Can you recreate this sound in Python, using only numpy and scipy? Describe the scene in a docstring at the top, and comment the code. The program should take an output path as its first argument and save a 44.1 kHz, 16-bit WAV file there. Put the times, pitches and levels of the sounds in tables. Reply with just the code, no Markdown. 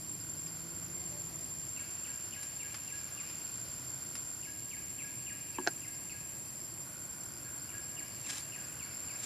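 """Crickets merge into one shrill drone of sagging tones over fluttering katydid noise and a low far rumble.
A distant bird repeats a falling chirp, a sine that slides and breaks to a low note; smaller birds chip in the
canopy, a frog trills by pulsed resonance, and the low orders of a far motor fade away in a tropical forest by day.
A young monkey clambers over rock: grit ticks as noise bursts, a loose stone tips and clacks as struck modes,
and leaves brush past as grainy noise."""
import sys
import numpy as np
from scipy import signal
from scipy.fft import rfft, irfft, next_fast_len
from scipy.io import wavfile

SR = 44100
rng = np.random.default_rng(int(sys.argv[2]) if len(sys.argv) > 2 else 0)


def transcribe(u):
    """Save the signal u as a 16-bit wav file named by the first command-line argument.

    u: samples, shape (n,) or (channels, n), limited to [-1, 1]; the rate is SR.
    q: integer samples, one column per channel.
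    """
    v = np.clip(np.atleast_2d(u).T, -1, 1)
    q = np.round(v * 32767).astype(np.int16)
    wavfile.write(sys.argv[1], SR, q)


N = 407925
TIME = np.arange(N) / SR


def from_db(db):
    """Decibels are a logarithm of amplitude: 20 dB is a factor of ten."""
    return 10 ** (np.asarray(db) / 20)


def rms_one(x):
    """Normalization to unit root mean square, the measure of signal power."""
    return x / np.sqrt(np.mean(x ** 2) + 1e-20)


def in_time(rows, t=TIME):
    """Linear interpolation in time of each column after the first."""
    seconds, *columns = np.transpose(rows)
    return [np.interp(t, seconds, column) for column in columns]


def at_hz(points, hz):
    """Interpolation on a logarithmic frequency axis, where equal ratios are equal steps."""
    point_hz, values = np.array(points)[:, 0], np.array(points)[:, 1]
    return np.interp(np.log(hz + 1e-9), np.log(point_hz), values)


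def pan(left_db):
    """Interaural level difference: half the decibels are added left and half taken right."""
    return from_db(np.array([[.5], [-.5]]) * left_db)


def drift(rate):
    """Band-limited random modulation: normal deviates, rate per second, joined by lines; rms 1."""
    knots = rng.standard_normal(N // 20)
    return rms_one(np.interp(TIME * rate, np.arange(len(knots)), knots))


def ring(clicks, hz, t60):
    """Impulse response of a damped resonator: a unit click rings a sine that loses 60 dB in t60 seconds."""
    radius = from_db(-60 / (t60 * SR))
    angle = 2 * np.pi * hz / SR
    feedback = [1, -2 * radius * np.cos(angle), radius * radius]
    return signal.lfilter([0, np.sin(angle)], feedback, clicks + 1e-18)


def diffuse_noise(spectrum):
    """Diffuse field: spectrally shaped noise whose ears correlate by frequency; rms 1."""
    # Each row: frequency in Hz, left-right correlation.
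    likeness = [(60, 0.8), (130, 0.82), (300, 0.52), (640, 0.52), (1400, 0.33), (3000, 0.66), (5000, 0.81),
                (9000, 0.86), (14000, 0.36)]
    size = next_fast_len(N)
    hz = np.fft.rfftfreq(size, 1 / SR) + 1e-3
    # steep fall beyond both ends of the spectrum
    ends = np.minimum(1, np.minimum(hz / spectrum[0][0], spectrum[-1][0] / hz)) ** 4
    alike = np.clip(at_hz(likeness, hz), 0, 1)
    mid, side = rfft(rng.standard_normal((2, size)))
    both = np.sqrt(1 + alike) * mid + np.sqrt(1 - alike) * side * [[1], [-1]]
    shaped = both * from_db(at_hz(spectrum, hz)) * ends
    return rms_one(irfft(shaped, size)[:, :N])


def forest(x, wet_db, width, t60=0.46):
    """Multiple scattering from trunks: direct sound plus an exponentially dying tail."""
    t = TIME[:SR]
    decay = from_db(-60 * t / t60) * (t > .004)  # silent for the first 4 ms
    mid, side = rng.standard_normal((2, SR)) * decay
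    # width scales the part that differs between the ears
    echoes = (mid + width * side * [[1], [-1]]) / np.sqrt(np.sum(mid ** 2))
    return x + from_db(wet_db) * signal.fftconvolve(np.atleast_2d(x), echoes, axes=1)[:, :N]


def background(rumble_db, wash_db, shimmer_db):
    """Superposed diffuse noise: far rumble, the wash of foliage and the shimmer of remote insects."""
    # Spectra of rumble, foliage and remote insects. Each row: frequency in Hz, relative density in dB per Hz.
    rumble_spectrum = [(25, -25), (48, -16), (62, -9), (78, -4.5), (120, -0.5), (165, -4), (200, -8),
                       (350, -7), (400, -16), (480, -24), (600, -20)]
    wash_spectrum = [(300, -14.5), (480, 0.5), (620, 2.5), (850, 0), (1100, 2), (1300, -2), (1800, -1.5),
                     (2500, -4), (3600, -29.5)]
    shimmer_spectrum = [(2600, -0.5), (3300, -1), (3750, -5.5), (4400, 2.5), (5000, 4), (5600, 0),
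                        (6500, -2.5), (7100, -1), (7800, -47.5)]
    # Courses of far rumble, breeze in foliage and remote insects.
    # Each row: time in seconds, level in dB before the gain of that layer.
    rumble_course = [(0, -56), (1.3, -55), (2.5, -59), (3.1, -57), (4.5, -57), (9.25, -57)]
    wash_course = [(0.0, -62), (1.08, -59.5), (1.54, -60.5), (4.04, -60), (4.51, -62.5), (9.25, -58.5)]
    shimmer_course = [(0.0, -59.5), (3.63, -56.5), (4.69, -59.5), (7.2, -61), (9.25, -58)]
    rumble = from_db(in_time(rumble_course)[0] + rumble_db) * diffuse_noise(rumble_spectrum)
    wash = from_db(in_time(wash_course)[0] + wash_db) * diffuse_noise(wash_spectrum)
    shimmer = from_db(in_time(shimmer_course)[0] + shimmer_db) * diffuse_noise(shimmer_spectrum)
    return rumble * pan(-0.3) + wash + shimmer


def low_hum(unsteady):
    """Gaussian amplitude envelope: a low hum swells once out of the rumble."""
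    # One swell: peak in seconds, half length in seconds, pitch in Hz, peak level in dB.
    swell = (3.86, 0.2, 120.5, -52)
    peak_s, half_length_s, hz, db = swell
    phase = 2 * np.pi * np.cumsum(hz * (1 + unsteady * drift(30))) / SR
    return from_db(db) * np.exp(-((TIME - peak_s) / half_length_s) ** 2) * np.sin(phase)


def motor(unsteady):
    """Harmonic series: only the lowest orders of a far engine carry through the forest."""
    # Each row: time in seconds, mean firing rate in Hz, level in dB.
    firing = [(0, 156.7, -55), (.25, 154.3, -62.5), (.6, 165.1, -53), (1.0, 173.1, -55.5),
              (1.35, 165.2, -55), (1.7, 158.6, -71), (3, 150, -100)]
    # Each row: multiple of the firing rate, relative level in dB.
    orders = [(1, 0), (2, -6.5), (3, -16), (4, -17)]
    hz, db = in_time(firing)
    phase = 2 * np.pi * np.cumsum(hz * (1 + unsteady * drift(25.56))) / SR
    hum = sum(from_db(order_db) * np.sin(k * phase) for k, order_db in orders)
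    return forest(from_db(db) * hum, wet_db=-5.5, width=0.34)


def katydids(hiss_db, flutter_db, band_db):
    """Filtered noise: a broad fluttering hiss of uneven density, with a few narrow noise bands added."""
    # Each row: frequency in Hz, relative hiss density in dB per Hz.
    hiss_spectrum = [(8200, -84), (8700, 6.5), (9200, 1.5), (10200, 0.5), (11000, 3.5), (12200, 5),
                     (13200, 0.5), (14300, -7), (15200, -29)]
    # Each row: band center in Hz, width in Hz, level in dB before the band gain.
    narrow_bands = [(5920, 120, -68), (8890, 19, -72.5), (9400, 70, -71), (9980, 46, -69), (10100, 90, -68),
                    (10420, 170, -69), (11950, 30, -72), (12300, 41, -74)]
    uneven = rms_one(forest(diffuse_noise(hiss_spectrum), wet_db=-13, width=0.2, t60=0.055))
    hiss = from_db(hiss_db + flutter_db * drift(77)) * uneven
    for hz, width_hz, db in narrow_bands:
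        edges_hz = [hz - width_hz / 2, hz + width_hz / 2]
        band = signal.butter(2, edges_hz, "band", fs=SR, output="sos")
        mid, side = signal.sosfilt(band, rng.standard_normal((2, N)))
        hiss = hiss + from_db(db + band_db) * rms_one(mid + 0.18 * side * [[1], [-1]])
    return hiss * pan(-1.9)


def crickets(singers, sag_hz, shift_hz=0):
    """Stridulation: each wing stroke draws a file over a scraper, a short tone that sags in pitch."""
    out = 0
    for hz, strokes_per_s, db, wander_hz in singers:
        strokes = np.cumsum(strokes_per_s * (1 + 0.003 * drift(2.12))) / SR
        stroke = (strokes + rng.random()) % 1  # progress through one stroke
        pitch = hz + shift_hz + wander_hz * drift(45) + sag_hz * (.5 - stroke)
        tone = np.sin(np.pi * stroke) * np.sin(2 * np.pi * np.cumsum(pitch) / SR)
        out = out + from_db(db) * rms_one(forest(tone, wet_db=-1, width=0.19, t60=0.65))
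    return out


def steady_crickets():
    """Superposition of near pitches: the constant chorus swells and ebbs by chance."""
    # Each row: pitch in Hz, wing strokes per second, relative level in dB, pitch wander in Hz.
    singers = [(7218, 24.7, -52.5, 11.15), (7253, 12.3, -51, 22.25), (7357, 48.9, -48.5, 30),
               (7413, 12.3, -53.5, 18), (7422, 36.9, -48.5, 12.14)]
    # Each row: time in seconds, chorus level in dB before the throb and gain.
    course = [(0, -44), (2.0, -43.5), (3.5, -44.5), (6.6, -47.5), (9.25, -45.5)]
    drone_db = in_time(course)[0] + 0.42 * drift(12)  # throb in dB; its knots per second
    return from_db(drone_db + 0.5) * rms_one(crickets(singers, sag_hz=38.4))


def late_crickets():
    """Frequency modulation by a slow glide: higher crickets join in and climb in pitch."""
    # Each row: pitch before the shift in Hz, wing strokes per second, level in dB before the entry course,
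    # pitch wander in Hz.
    singers = [(7450, 24.7, -51, 9), (7600, 23, -55.5, 14), (7540, 32, -62, 26)]
    # Each row: time in seconds, gain in dB, pitch shift in Hz.
    entry = [(0, -50, -150), (3.6, 0, -130), (4.6, -2, -84.5), (5.2, 1, -34), (5.8, 0, 14.5), (7.3, -2, -5),
             (8.35, -3.5, 43), (9.25, -6, 0)]
    late_db, late_shift_hz = in_time(entry)
    return from_db(late_db) * crickets(singers, sag_hz=50, shift_hz=late_shift_hz)


def far_birds():
    """Pure tones under a raised-cosine envelope: single soft whistles that swell and fade."""
    # Each row: start in seconds, length in seconds, start pitch in Hz, end pitch in Hz, direct peak level in dB.
    calls = [(0.921, 0.16, 2146, 2040, -66.5), (1.097, 0.073, 602, 587, -60), (1.13, 0.035, 890, 830, -62),
             (1.22, 0.045, 1310, 1320, -61), (2.096, 0.13, 2800, 2770, -68), (3.11, 0.09, 1178, 1170, -58)]
    out = np.zeros(N + SR)
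    for s, length, start_hz, end_hz, db in calls:
        hz = np.linspace(start_hz, end_hz, int(length * SR))
        whistle = np.hanning(len(hz)) * np.sin(2 * np.pi * np.cumsum(hz) / SR)
        out[int(s * SR):][:len(hz)] += from_db(db) * whistle
    return forest(out[:N], wet_db=5.0, width=0.49)


def canopy(slide, count=300):
    """Downward frequency sweeps: a few near chips, and many faint ones at random."""
    # Each row: start in seconds, direct level in dB, middle pitch in Hz.
    near = [(.2, -54, 4930), (.47, -54, 4950), (2.975, -54, 5100), (3.28, -52, 5100), (3.68, -56, 4800),
            (7.33, -56, 4900)]
    # Each row: time in seconds, level in dB of the loudest flock chips.
    flock = [(0, -59.5), (3.7, -64), (4.5, -60.5), (9.25, -55.5)]
    lowest_hz, range_hz, spread_db = 4390, 908, 5.5
    when, far, high = rng.random((count, 3)).T
    times = when * N / SR
    faint_db = in_time(flock, times)[0] - spread_db * far
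    faint = zip(times, faint_db, lowest_hz + range_hz * high)
    out, course = np.zeros(N + SR), np.linspace(0, 1, SR // 56)
    for s, db, hz in [*near, *faint]:
        pitch = hz * (1 + slide * (.5 - course))
        chip = np.sin(np.pi * course) * np.sin(2 * np.pi * np.cumsum(pitch) / SR)
        out[int(s * SR):][:len(course)] += from_db(db) * chip
    return forest(out[:N], wet_db=2.5, width=0.43, t60=0.18)


def frog(hz, pulses_per_s, t60, unsteady):
    """Pulsed excitation of a resonator: nearly regular pulses ring the vocal sac, in bouts."""
    # Each row: start in seconds, end in seconds, direct level in dB.
    trills = [(0.19, .95, -67.5), (1.72, 2.324, -67), (2.986, 4.41, -67.5), (6.842, 7.81, -65.5),
              (8.6, 9.2, -66.5)]
    pulse_count = np.floor(TIME * pulses_per_s + unsteady * drift(40))
    pulses = np.diff(pulse_count, prepend=0).clip(0)
    bouts = 0
    for start, end, db in trills:
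        bouts = bouts + from_db(db) * np.clip(np.minimum(TIME - start, end - TIME) / 0.011, 0, 1)
    voice = rms_one(ring(ring(pulses, hz, t60), hz, t60))  # ringing twice rounds the onset
    return forest(bouts * voice, wet_db=-2, width=0.55, t60=.3)


def bird(waver, voice_db):
    """Frequency glide with reverberation: each chirp slides down, breaks to a held note and is smeared by trees."""
    # Three even runs. Each row: start in seconds, slide level in dB, end note level in dB,
    # both before the voice gain and the slide's fade.
    chirps = [(1.760, -53, -62), (2.04, -56, -60.5), (2.320, -54, -59.5), (2.594, -53.5, -58),
              (2.876, -54.5, -57), (3.171, -53, -73), (4.424, -56.5, -61.5), (4.705, -53, -64),
              (4.984, -51.5, -59), (5.262, -51, -60), (5.540, -54, -57.5), (5.816, -54, -61.5),
              (6.090, -53.5, -61), (7.404, -69, -61.5), (7.686, -56, -59), (7.964, -53, -61),
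              (8.243, -54.5, -57.5), (8.520, -53, -59.5), (8.794, -54, -61), (9.082, -55.5, -62.5)]
    top_hz, break_hz, end_hz = 2860, 1988, 1649
    slide_s, attack_s, hold_s, release_s = .042, 0.005, 0.032, 0.015
    fade_db, quaver_hz, quavers_per_s = 5, 95.4, 331
    t, out = TIME[:SR // 8], np.zeros(N + SR)
    slid = np.minimum(t / slide_s, 1) ** 1.45  # the slide falls ever faster
    broken = np.clip((t - slide_s) / attack_s, 0, 1)
    pitch = top_hz + (break_hz - top_hz) * slid + (end_hz - break_hz) * broken
    release = 1 - (t - slide_s - hold_s) / release_s
    envelope = np.clip(np.minimum(t / attack_s, release), 0, 1)
    for s, slide_db, end_note_db in chirps:
        db = (1 - broken) * (slide_db - fade_db * slid) + broken * end_note_db
        # the slide is rough, the end note pure
        quaver = np.interp(t * quavers_per_s, np.arange(len(t)), rng.standard_normal(len(t)))
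        hz = pitch * (1 + 0.0032 * rng.standard_normal()) + quaver_hz * (1 - broken) * quaver
        chirp = envelope * np.sin(2 * np.pi * np.cumsum(hz) / SR)
        out[int(s * SR):][:len(t)] += from_db(db + voice_db) * chirp
    voice = out[:N] * (1 + waver * drift(500))
    return forest(voice, wet_db=2.0, width=0.4, t60=1.65) * pan(6.5)


def leaves(grain_db):
    """Friction noise: leaves slide over fur in clumps of fine grains; each brush swells and dies away."""
    # Each row: frequency in Hz, relative density in dB per Hz.
    leaf_spectrum = [(300, -18), (900, -2), (1800, 0), (3500, 0.5), (5000, 2), (7000, 0.5), (10000, -2.5),
                     (14000, -25)]
    # Each row: peak time in seconds, level in dB, swell and fade time constants in seconds.
    brushes = [(8.302, -43, 0.042, 0.022), (8.332, -44, 0.011, 0.026), (8.385, -44.5, 0.013, 0.028),
               (9.25, -45.5, 0.043, .1)]
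    grains = rms_one(from_db(grain_db * (drift(1100) + drift(90))))
    pressure = 0
    for s, db, swell_s, fade_s in brushes:
        pressure = pressure + from_db(db) * np.exp(-np.maximum((s - TIME) / swell_s, (TIME - s) / fade_s))
    return pressure * grains * diffuse_noise(leaf_spectrum)


def footfalls(snap_s, settle_s, settle_db, grit_db):
    """Impulsive noise with two decay rates: grit snaps under a hand or foot, then settles faintly."""
    # Each row: start in seconds, then body, crisp and fine sand levels in dB before the grit gain.
    ticks = [(0.4648, -49.5, -58, -62), (2.067, -47, -52, -47), (2.4295, -45, -38, -40),
             (2.7425, -37.5, -37.5, -46), (3.2973, -42, -55, -64), (4.1533, -42, -37.5, -41)]
    # Bands of body, crisp and fine sand. Each row: lower edge in Hz, upper edge in Hz.
    bands_hz = [(950, 3200), (4000, 5600), (8500, 11200)]
    t, out = TIME[:SR // 10], np.zeros(N + SR)
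    envelope = np.exp(-t / snap_s) + from_db(settle_db) * np.exp(-t / settle_s)
    for s, *levels_db in ticks:
        crunch = rng.laplace(size=len(t)) * envelope
        for band_hz, db in zip(bands_hz, levels_db):
            grit = signal.sosfilt(signal.butter(2, band_hz, "band", fs=SR, output="sos"), crunch)
            out[int(s * SR):][:len(t)] += from_db(db + grit_db) * grit
    return out[:N]


def stone(contacts, modes):
    """Modal synthesis: each contact is a click, duller when soft, that rings the stone's short modes."""
    force = np.zeros(N)
    for s, db, bright_hz in contacts:
        soft = signal.butter(2, min(bright_hz, SR / 3), fs=SR, output="sos")
        click = signal.sosfilt(soft, signal.unit_impulse(SR // 50))
        force[round(s * SR):][:SR // 50] += from_db(db) * click
    # neighboring modes have opposite signs
    return sum((-1) ** k * from_db(db) * ring(force, hz, t60) for k, (hz, db, t60) in enumerate(modes))


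def loose_stone():
    """Impact excitation of two mode sets: the stone tips with dull knocks, then clacks against the rock."""
    # Contacts of knocks and clacks. Each row: time in seconds, level in dB, contact brightness in Hz.
    knocks = [(5.5830, -41, 3500), (5.5851, -25, 1800), (5.5985, -26, 453)]
    clacks = [(5.6664, -29, 2600), (5.6737, -18.5, 7000), (5.6763, -25, 2980), (5.6795, -36, 5000)]
    # Their modes. Each row: frequency in Hz, relative level in dB, 60 dB decay time in seconds.
    knock_modes = [(259.5, -10.5, 0.22), (364, -11.5, 0.11), (930, 0, 0.015), (1090, -2.5, 0.021),
                   (1640, -11, 0.043), (3000, -5, 0.022)]
    clack_modes = [(335, -9.5, 0.03), (747, -0.5, 0.012), (1060, -8, 0.0075), (1415, -2.5, 0.013),
                   (1667, -0.5, 0.026), (2620, -2, 0.0026), (4240, -4, 0.0088), (5300, 1, 0.0035),
                   (6500, -3, 0.0041)]
    return stone(knocks, knock_modes) + stone(clacks, clack_modes)


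def scene():
    """Linear superposition of the forest and the monkey's movements."""
    air = background(rumble_db=3.0, wash_db=2.5, shimmer_db=0.97)
    drone = (steady_crickets() + late_crickets()) * pan(-.2)
    insects = drone + katydids(hiss_db=-55, flutter_db=0.35, band_db=0.0)
    hums = motor(unsteady=0.0082) + low_hum(unsteady=.04)
    birds = bird(waver=0.46, voice_db=2.5) + far_birds() + canopy(slide=0.159)
    trill = frog(hz=1462, pulses_per_s=49.15, t60=0.012, unsteady=0.0804)
    steps = loose_stone() + footfalls(snap_s=0.004, settle_s=0.028, settle_db=-8, grit_db=0.5)
    monkey = forest(steps, wet_db=-11.5, width=1.0, t60=0.051) + leaves(grain_db=2.5)
    return air + insects + hums + birds + trill + monkey


def record(dry):
    """Low-pass filtering: an elliptic filter cuts the top steeply above 15050 Hz."""
    return signal.sosfilt(signal.ellip(10, .1, 80, 15050, fs=SR, output="sos"), dry)


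dry = scene()
out = record(dry)
transcribe(out)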